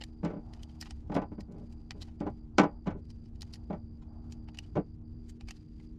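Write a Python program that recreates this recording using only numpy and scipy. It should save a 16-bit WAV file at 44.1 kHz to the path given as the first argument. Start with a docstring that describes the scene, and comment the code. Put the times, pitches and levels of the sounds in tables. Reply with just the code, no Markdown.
"""Outdoor range, one microphone on a hollow truck bed, close to hands loading a pistol magazine.
From the start, low air rumble, a small engine far off and a faint cricket trilling with short pauses.
Cartridges are thumbed in one by one: brass scrapes along the feed lips and snaps in. Between rounds
the hand fetches the next one and knocks on the bed. The loudest knock and snap land together near
2.6 s; lighter ones follow, and the last ticks of brass come just before 6 s."""
import sys
import numpy as np
from scipy import signal
from scipy.fft import rfft, irfft, next_fast_len
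from scipy.io import wavfile
from scipy.ndimage import uniform_filter1d

SR = 44100
rng = np.random.default_rng(int(sys.argv[2]) if len(sys.argv) > 2 else 0)


def inscribe(sig):
    """Save sig as 16-bit PCM at rate SR to the path in sys.argv[1].

    A 1-D sig is mono; a 2-D sig holds one channel per row.
    Samples are clipped to [-1, 1] before scaling.
    """
    pcm = np.round(np.clip(np.atleast_2d(sig).T, -1, 1) * 32767)
    wavfile.write(sys.argv[1], SR, pcm.astype(np.int16))


N = 264024
T = np.arange(N) / SR

# rumble of the open air: f/Hz, relative level/dB
AIR_SPECTRUM = [(10, -12.5), (22, 3), (45, 1), (80, 4), (100, -0.5), (130, -7), (200, -12), (350, -18.5),
                (430, -25.5), (560, -36), (1500, -49.5), (3500, -68), (7000, -75), (15000, -82)]
# soft rush in the distance: f/Hz, relative level/dB
RUSH_SPECTRUM = [(200, -26.5), (480, -8), (650, 7), (830, 8), (1050, -2.5), (1400, -7), (2200, -32.5),
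                 (5000, -48.5)]
# swells of the rush: peak t/s, level/dB, attack/s, release/s
RUSH_SWELLS = [(0.51, -63.5, 0.07, 0.13), (2.7, -65.5, 0.054, 0.054), (3.55, -71, 0.12, 0.12),
               (4.119, -65.5, 0.072, 0.36)]
# the rush dying down beneath its swells: t/s, level/dB
RUSH_FLOOR = [(0, -75.5), (2.4, -76.5), (3.1, -86), (5.99, -92)]
# firing harmonics of the far engine: multiple, level/dB
ENGINE_HARMONICS = [(1, -61.5), (2, -62.5), (3, -55), (4, -62), (5, -76.5), (6, -85)]
# middle of each pause in the cricket's trill: t/s
CRICKET_PAUSES = [1.052, 1.518, 2.134, 2.5, 2.962, 3.332, 4.031, 4.995, 5.405, 5.97]
# resonance of the cricket's wing: f/Hz, relative level/dB
WING_SPECTRUM = [(3900, -47), (4400, -11), (4630, 3), (4870, 7.5), (5120, -21), (5700, -37.5)]
# skin and cloth rubbing: f/Hz, relative level/dB
RUB_SPECTRUM = [(400, -11.5), (900, 3), (2500, 1), (4000, -3.5), (7000, -5.5), (9000, -15.5),
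                (12500, -23), (16000, -43.5)]
# fingers tightening on a round: peak t/s, relative level/dB
FINGER_GRIPS = [(0.02, -76), (0.57, -74), (0.72, -76), (0.87, -68.5), (1.6, -80.5), (2.0, -74.5),
                (2.14, -86), (3.13, -84.5), (3.48, -77.5), (4.3, -81.5), (4.63, -74), (5.31, -80.5),
                (5.55, -77.5), (5.8, -76.5)]
# knocks on the bed: t/s, relative level/dB, hardness/(dB per octave), favoured f/Hz,
# ring time as a share of the free bed's, number of rebounds
BED_KNOCKS = [(0.23, -27, -6, 150, 0.9, 0), (0.248, -26.5, -3.5, 170, 1.1, 2),
              (0.331, -36.5, -6, 410, 0.78, 0), (0.359, -37.5, -6.5, 320, 1.03, 0),
              (1.096, -32, -6, 170, 0.34, 0), (1.116, -34, -4, 780, 0.84, 0),
              (1.151, -29.5, -3, 780, 0.47, 0), (1.162, -22, -4.5, 694, 0.74, 2),
              (1.316, -38.5, -5, 294, 0.74, 0), (1.378, -37, -6.5, 207, 0.77, 0),
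              (1.946, -47.5, -6.5, 408, 1.4, 0), (2.206, -29.5, -5.5, 286, 0.96, 2),
              (2.264, -29.5, -5, 780, 0.65, 0), (2.582, -15.5, 0.07, 1400, 0.73, 0),
              (2.594, -16, -0.9, 200, 0.54, 1), (2.631, -22.5, -3.5, 1000, 0.9, 0),
              (2.858, -39, -4, 1370, 1.1, 0), (2.867, -26, -3.5, 148, 0.93, 0),
              (2.902, -43, -2, 1490, 1.03, 0), (2.944, -41.5, -9.5, 408, 0.86, 0),
              (3.699, -30, -6, 720, 1.07, 0), (3.726, -34, -4, 660, 0.88, 0),
              (4.753, -32, -3, 480, 0.85, 0), (4.765, -24, -6, 480, 0.62, 1)]
# modes of the bed: f/Hz, relative level/dB
PANEL_MODES = [(168, -0.5), (200, 1.5), (294, 2.5), (328, -3.5), (403, -2.5), (461, -6), (587, 0),
               (624, -10), (810, 0), (864, -4), (1005, -3.5), (1164, -7.5), (1305, -8.5), (1404, -9.5),
               (1504, -5.5), (1836, -17.5), (1975, -16), (2250, -9)]
# dense rattle of the bed's panels: f/Hz, relative level/dB
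PANEL_SPECTRUM = [(40, -45.5), (115, -21), (175, -3), (320, -2), (600, 0), (1000, -6), (1500, -12),
                  (2400, -11.5), (3900, -18), (6000, -18.5), (7500, -24), (8800, -43.5), (15000, -57)]
# ring time of the free bed: f/Hz, t60/s
PANEL_T60 = [(150, 0.15), (700, 0.16), (2000, 0.13), (6000, 0.052)]
# modes of the hand-held magazine: f/Hz, relative level/dB, t60/s
MAGAZINE_MODES = [(800, -3.5, 0.032), (1300, -13.5, 0.017), (1905, -4.5, 0.019), (2450, -6, 0.018),
                  (3029, -4, .028), (4080, -2, 0.013), (4640, 2.5, 0.015), (5100, -2.5, 0.022),
                  (5690, -8.5, 0.031), (6480, -6, 0.012), (7190, -5.5, 0.018), (8800, -13, .008),
                  (12400, -19.5, .012)]
# crack of brass meeting the magazine: f/Hz, relative level/dB
CRACK_SPECTRUM = [(150, -25), (550, -14.5), (830, -0.5), (1400, -7), (2700, -1), (3500, -3), (4600, 0),
                  (6800, -7.5), (7800, -11.5), (9500, -13), (11000, -19.5), (13000, -23), (16000, -37)]
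# a case sliding without snapping in: start t/s, length/s, relative level/dB
LONE_SLIDES = [(0.002, 0.029, -46.5), (0.582, 0.034, -69), (0.683, 0.022, -67), (0.85, 0.032, -55),
               (4.628, 0.029, -67)]
# snaps and ticks of brass: t/s, relative level/dB, brightness/(dB per octave), favoured f/Hz,
# relative level of the slide around it/dB
BRASS_CLICKS = [(0.0376, -37, 2.5, 1770, -79), (0.2484, -47.5, 0, 7500, -66), (0.536, -47, 0, 1830, -66.5),
                (0.632, -43.5, 3.5, 3260, -67), (0.812, -34.5, 5.5, 5230, -52.5),
                (0.8249, -38, -2, 1910, -55), (0.9077, -39.5, -3, 8400, -58.5), (1.15, -42, 1, 1440, -56.5),
                (1.4071, -47, 2.5, 1920, -66.5), (1.522, -62.5, 5, 1430, -80), (1.725, -61, 1.5, 1420, -71),
                (1.9077, -32.5, -4, 2380, -72), (1.9166, -44, -3, 2030, -70),
                (2.018, -42, 0.5, 4000, -52.5), (2.0244, -43.5, -1.5, 3940, -65),
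                (2.0837, -51, -7, 870, -64), (2.2034, -50, -3, 1430, -66.5), (2.5828, -23, -4.5, 5900, -57),
                (3.103, -52, -0.5, 5300, -67), (3.2576, -63, -0.5, 5000, -77), (3.357, -65, 0.5, 1430, -78),
                (3.4191, -36, 4.5, 3860, -58), (3.428, -44.5, -4, 6500, -78),
                (3.537, -40.5, 2, 4330, -56.5), (3.5558, -51.5, 2, 1815, -68),
                (4.0243, -62.5, -6, 3600, -68.5), (4.3226, -45, 2.5, 6720, -67),
                (4.486, -45, -6, 920, -61.5), (4.5467, -52.5, -2.5, 2510, -65.5),
                (4.5728, -47.5, 0, 2900, -74), (4.5874, -31.5, 0, 2730, -67),
                (5.295, -53.5, 3, 7700, -63.5), (5.4093, -46.5, -3, 2480, -70), (5.486, -42, -2, 2320, -55),
                (5.508, -37.5, 0.5, 2720, -59.5), (5.5671, -61, 2.5, 4330, -71.5),
                (5.7996, -56, -6, 2060, -75.5)]


def undb(db):
    """Decibels to gain."""
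    return 10 ** (np.asarray(db) / 20)


def unit(x):
    """Scale to rms 1."""
    return x / np.sqrt(np.mean(x ** 2))


def at_level(x, db, size):
    """Scale x so that its first size samples have an rms level of db."""
    return x * undb(db) / np.sqrt(np.mean(x[:size] ** 2))


def add(out, s, x):
    """Mix x into out from time s."""
    i = max(int(s * SR), 0)
    out[i:i + len(x)] += x[:N - i]


def on_log_axis(points, hz):
    """Rows of (f/Hz, value) read on a log-frequency axis."""
    freqs, values = np.transpose(points)
    return np.interp(np.log(np.maximum(hz, 1)), np.log(freqs), values)


def colour(x, points):
    """Minimum-phase filter through rows of (f/Hz, level/dB)."""
    size = 2 * next_fast_len(len(x))
    hz = np.arange(size // 2 + 1) * SR / size
    cepstrum = irfft(np.log(undb(on_log_axis(points, hz))))
    cepstrum[1:size // 2] *= 2
    cepstrum[size // 2 + 1:] = 0
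    return irfft(rfft(x, size) * np.exp(rfft(cepstrum)))[:len(x)]


def tilt(x, slope, low_hz, high_hz):
    """Lean the spectrum by slope dB per octave between two corners."""
    return colour(x, [(low_hz, 0), (high_hz, slope * np.log2(high_hz / low_hz))])


def favour(x, hz, db, q):
    """Lift one resonance by db."""
    return x + (undb(db) - 1) * signal.lfilter(*signal.iirpeak(hz, q, fs=SR), x)


def noise(points, size=N):
    """Coloured noise of rms 1."""
    return unit(colour(rng.standard_normal(size), points))


def drift(rate_hz):
    """Smooth random wavering of rms 1."""
    hold = int(SR / rate_hz)
    steps = np.repeat(rng.standard_normal(N // hold + 1), hold)
    return unit(uniform_filter1d(uniform_filter1d(steps, hold), hold)[:N])


def fade(t, t60):
    """Exponential decay, 60 dB down at t60."""
    return np.exp(-np.log(1000) * t / t60)


def swell(peak_s, attack_s, release_s):
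    """Exponential rise to 1 and fall."""
    return np.exp(-np.maximum((peak_s - T) / attack_s, (T - peak_s) / release_s).clip(0, 30))


def slips(size, per_s, spread_db):
    """Random tiny impulses, a few much stronger than the rest."""
    hits = rng.random(size) < per_s / SR
    return hits * undb(spread_db * rng.exponential(size=size)) * rng.choice([-1, 1], size)


def ring(modes, t, detune, scatter_db=0):
    """Damped modes; each blow draws their signs, a slight detuning and any scatter in level."""
    hz, db, t60 = np.transpose(modes)[:, :, None]
    weight, mistuning, polarity = rng.standard_normal((3, len(modes), 1))
    envelopes = np.sign(polarity) * undb(db + scatter_db * weight) * fade(t, t60)
    return np.sum(envelopes * np.sin(2 * np.pi * hz * (1 + detune * mistuning) * t), axis=0)


def air(rumble_db=-46.5):
    """Low rumble of the open range, wavering a little, and a soft rush from far away."""
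    rumble = noise(AIR_SPECTRUM) * undb(rumble_db + drift(11))
    floor = undb(np.interp(T, *np.transpose(RUSH_FLOOR)))
    swells = sum(undb(db) * swell(s, attack, release) for s, db, attack, release in RUSH_SWELLS)
    rush = noise(RUSH_SPECTRUM) * (floor + swells) * undb(2 * drift(29))
    return rumble + rush


def engine(firing_hz=77.37, wander=0.009, sway_db=2):
    """A far engine at nearly steady speed; only its low firing harmonics carry to the microphone."""
    phase = 2 * np.pi * np.cumsum(firing_hz * (1 + wander * drift(10))) / SR
    hum = np.zeros(N)
    for multiple, db in ENGINE_HARMONICS:
        amplitude = np.sqrt(2) * undb(db + sway_db * drift(6))
        hum += amplitude * np.sin(multiple * phase + 2 * np.pi * rng.random())
    return hum


def cricket(stroke_hz=53, pause_s=0.098, level_db=-81.5):
    """Faint in the background, wing strokes rasp one narrow resonance, in trills with short pauses."""
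    singing = np.all([np.abs(T - s) > pause_s / 2 for s in CRICKET_PAUSES], axis=0)
    gate = uniform_filter1d(undb(level_db) * singing, SR // 50)
    phase = 2 * np.pi * np.cumsum(stroke_hz * (1 + 0.11 * drift(6.2))) / SR
    strokes = unit(1 + 0.5 * np.sin(phase))
    return gate * strokes * noise(WING_SPECTRUM)


def fingers(flicker_db=3.2, rest_db=-88, attack_s=0.043, release_s=0.07):
    """Close by, skin and cloth rub unevenly, and each grip makes the magazine creak in tiny ticks."""
    rub = undb(-3) * noise(RUB_SPECTRUM)
    creak = undb(-4) * unit(colour(slips(N, per_s=900, spread_db=2.5), CRACK_SPECTRUM))
    grip = undb(rest_db) + sum(undb(db) * swell(s, attack_s, release_s) for s, db in FINGER_GRIPS)
    return (rub + creak) * grip * undb(flicker_db * drift(83))


def bed_blows(gap_s=0.025, rebound_db=-10.5, fall_db_per_s=18.5, rebound_hz=620):
    """Every contact with the bed: knocks, the rebounds of things they jostle, and a soft shuffle."""
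    blows = []
    for s, db, hardness, spot_hz, ring_share, rebounds in BED_KNOCKS:
        blows.append((s, db, hardness, spot_hz, ring_share))
        for k in range(rebounds):
            late = gap_s * (k + 1 + 0.1 * rng.standard_normal())
            hz = rebound_hz * 2 ** rng.uniform(-0.55, 0.89)
            blows.append((s + late, db + rebound_db - fall_db_per_s * late, hardness, hz, ring_share))
    # the shuffle: six dull, fading bumps
    for s, db in zip(np.linspace(1.482, 1.6, 6), np.linspace(-43.5, -48.5, 6)):
        blows.append((s + 0.0029 * rng.standard_normal(), db, -8, 374, 1))
    return blows


def truck_bed(gain_db=-3, rattle_db=-2, rise_s=0.002, softening=0.21):
    """Panels ring under the microphone: soft blows push longer and stay low, hard ones rattle it all."""
    out, t = np.zeros(N), np.arange(SR // 3) / SR
    onset = 880  # samples, about 20 ms
    octave_hz = 125 * 2. 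** np.arange(8)
    hz = np.arange(len(t) // 2 + 1) * SR / len(t)
    octave_masks = np.array([on_log_axis(np.c_[octave_hz, w], hz) for w in np.eye(len(octave_hz))])
    octave_t60 = on_log_axis(PANEL_T60, octave_hz)[:, None]
    mode_t60 = on_log_axis(PANEL_T60, np.array(PANEL_MODES)[:, 0])
    for s, db, hardness, spot_hz, ring_share in bed_blows():
        bands = irfft(octave_masks * rfft(noise(PANEL_SPECTRUM, len(t))), len(t))
        # a hand that stays on the panel shortens the ring
        rattle = np.sum(bands * fade(t, ring_share * octave_t60), axis=0)
        modes = ring(np.c_[PANEL_MODES, ring_share * mode_t60], t, detune=0.0026)
        knock = at_level(modes, 0, onset) + at_level(rattle, rattle_db, onset)
        knock *= 1 - np.exp(-t / (rise_s * np.exp(-softening * hardness)))
        knock = favour(tilt(knock, hardness, 130, 6000), spot_hz, db=5, q=2.5)
        add(out, s, at_level(knock, db + gain_db, onset))
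    return out


def magazine_contact(t, crack_db=1, crack_t60=0.013, tail_db=-27, tail_t60=0.082):
    """Brass meets the magazine: a crack, hand-damped modes and a faint scatter from things nearby."""
    envelope = fade(t, crack_t60) + undb(tail_db) * fade(t, tail_t60)
    crack = noise(CRACK_SPECTRUM, len(t)) * envelope
    modes = ring(MAGAZINE_MODES, t, detune=0.02, scatter_db=0.5)
    return at_level(modes, 0, size=176) + at_level(crack, crack_db, size=176)


def brass_scrapes(gain_db=-2, lead_s=0.016, slide_s=0.036, lone_brightness=-4.5, lone_hz=2970):
    """Brass sticks and slips along the lips, around each click or alone: a swell of tiny contacts."""
    out, t = np.zeros(N), np.arange(SR // 12) / SR
    slides = [(s - lead_s, slide_s, db, brightness, hz) for s, _, brightness, hz, db in BRASS_CLICKS]
    slides += [(s, length_s, db, lone_brightness, lone_hz) for s, length_s, db in LONE_SLIDES]
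    for s, length_s, db, brightness, spot_hz in slides:
        size = int(length_s * SR)
        friction = slips(len(t), per_s=2400, spread_db=3)[:size] * np.hanning(size)
        scrape = signal.fftconvolve(friction, magazine_contact(t))
        scrape = favour(tilt(scrape, brightness, 980, 11000), spot_hz, db=9, q=10)
        add(out, s, at_level(scrape, db + gain_db, size))
    return out


def brass_snaps(gain_db=-6.5, rise_s=0.00023, bounce_s=0.0022, bounce_db=-10, creep_db=-24):
    """Close up, the rim creeps, jumps the feed lips and bounces; light touches are softer and duller."""
    out, t = np.zeros(N), np.arange(SR // 8) / SR
    lead, onset = SR // 120, SR // 250  # samples of creep, samples that set the level
    lead_s = lead / SR
    loudest_db = max(row[1] for row in BRASS_CLICKS)
    for s, db, brightness, spot_hz, _ in BRASS_CLICKS:
        lightness = loudest_db - db
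        attack = 1 - np.exp(-t / (rise_s * np.exp(0.017 * lightness)))
        jump = magazine_contact(t) * attack
        friction = slips(lead, per_s=9500, spread_db=3.5) * np.linspace(0, 1, lead) ** 2
        creep = signal.fftconvolve(friction, magazine_contact(t))
        snap = np.zeros(2 * len(t))
        add(snap, 0, at_level(creep, creep_db, lead))
        add(snap, lead_s, at_level(jump, 0, onset))
        bounce_at = lead_s + bounce_s * rng.uniform(0.72, 0.92)
        add(snap, bounce_at, at_level(magazine_contact(t), bounce_db, onset))
        snap = colour(snap, [(8000, 0.0028), (15000, -0.2 * lightness)])
        snap = favour(tilt(snap, brightness, 910, 11000), spot_hz, db=11, q=12)
        add(out, s - lead_s, snap * undb(db + gain_db) / np.std(snap[lead:lead + onset]))
    return out


def scene():
    """The close handling and the range behind it, all at one microphone on the truck bed."""
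    close = truck_bed() + brass_snaps() + brass_scrapes() + fingers()
    background = engine() + cricket() + air()
    return (close + background)[None]


def record(dry, top_hz=15400):
    """The recorder cuts the highest treble steeply."""
    return signal.sosfilt(signal.ellip(8, 0.2, 70, top_hz, fs=SR, output="sos"), dry)


dry = scene()
out = record(dry)
inscribe(out)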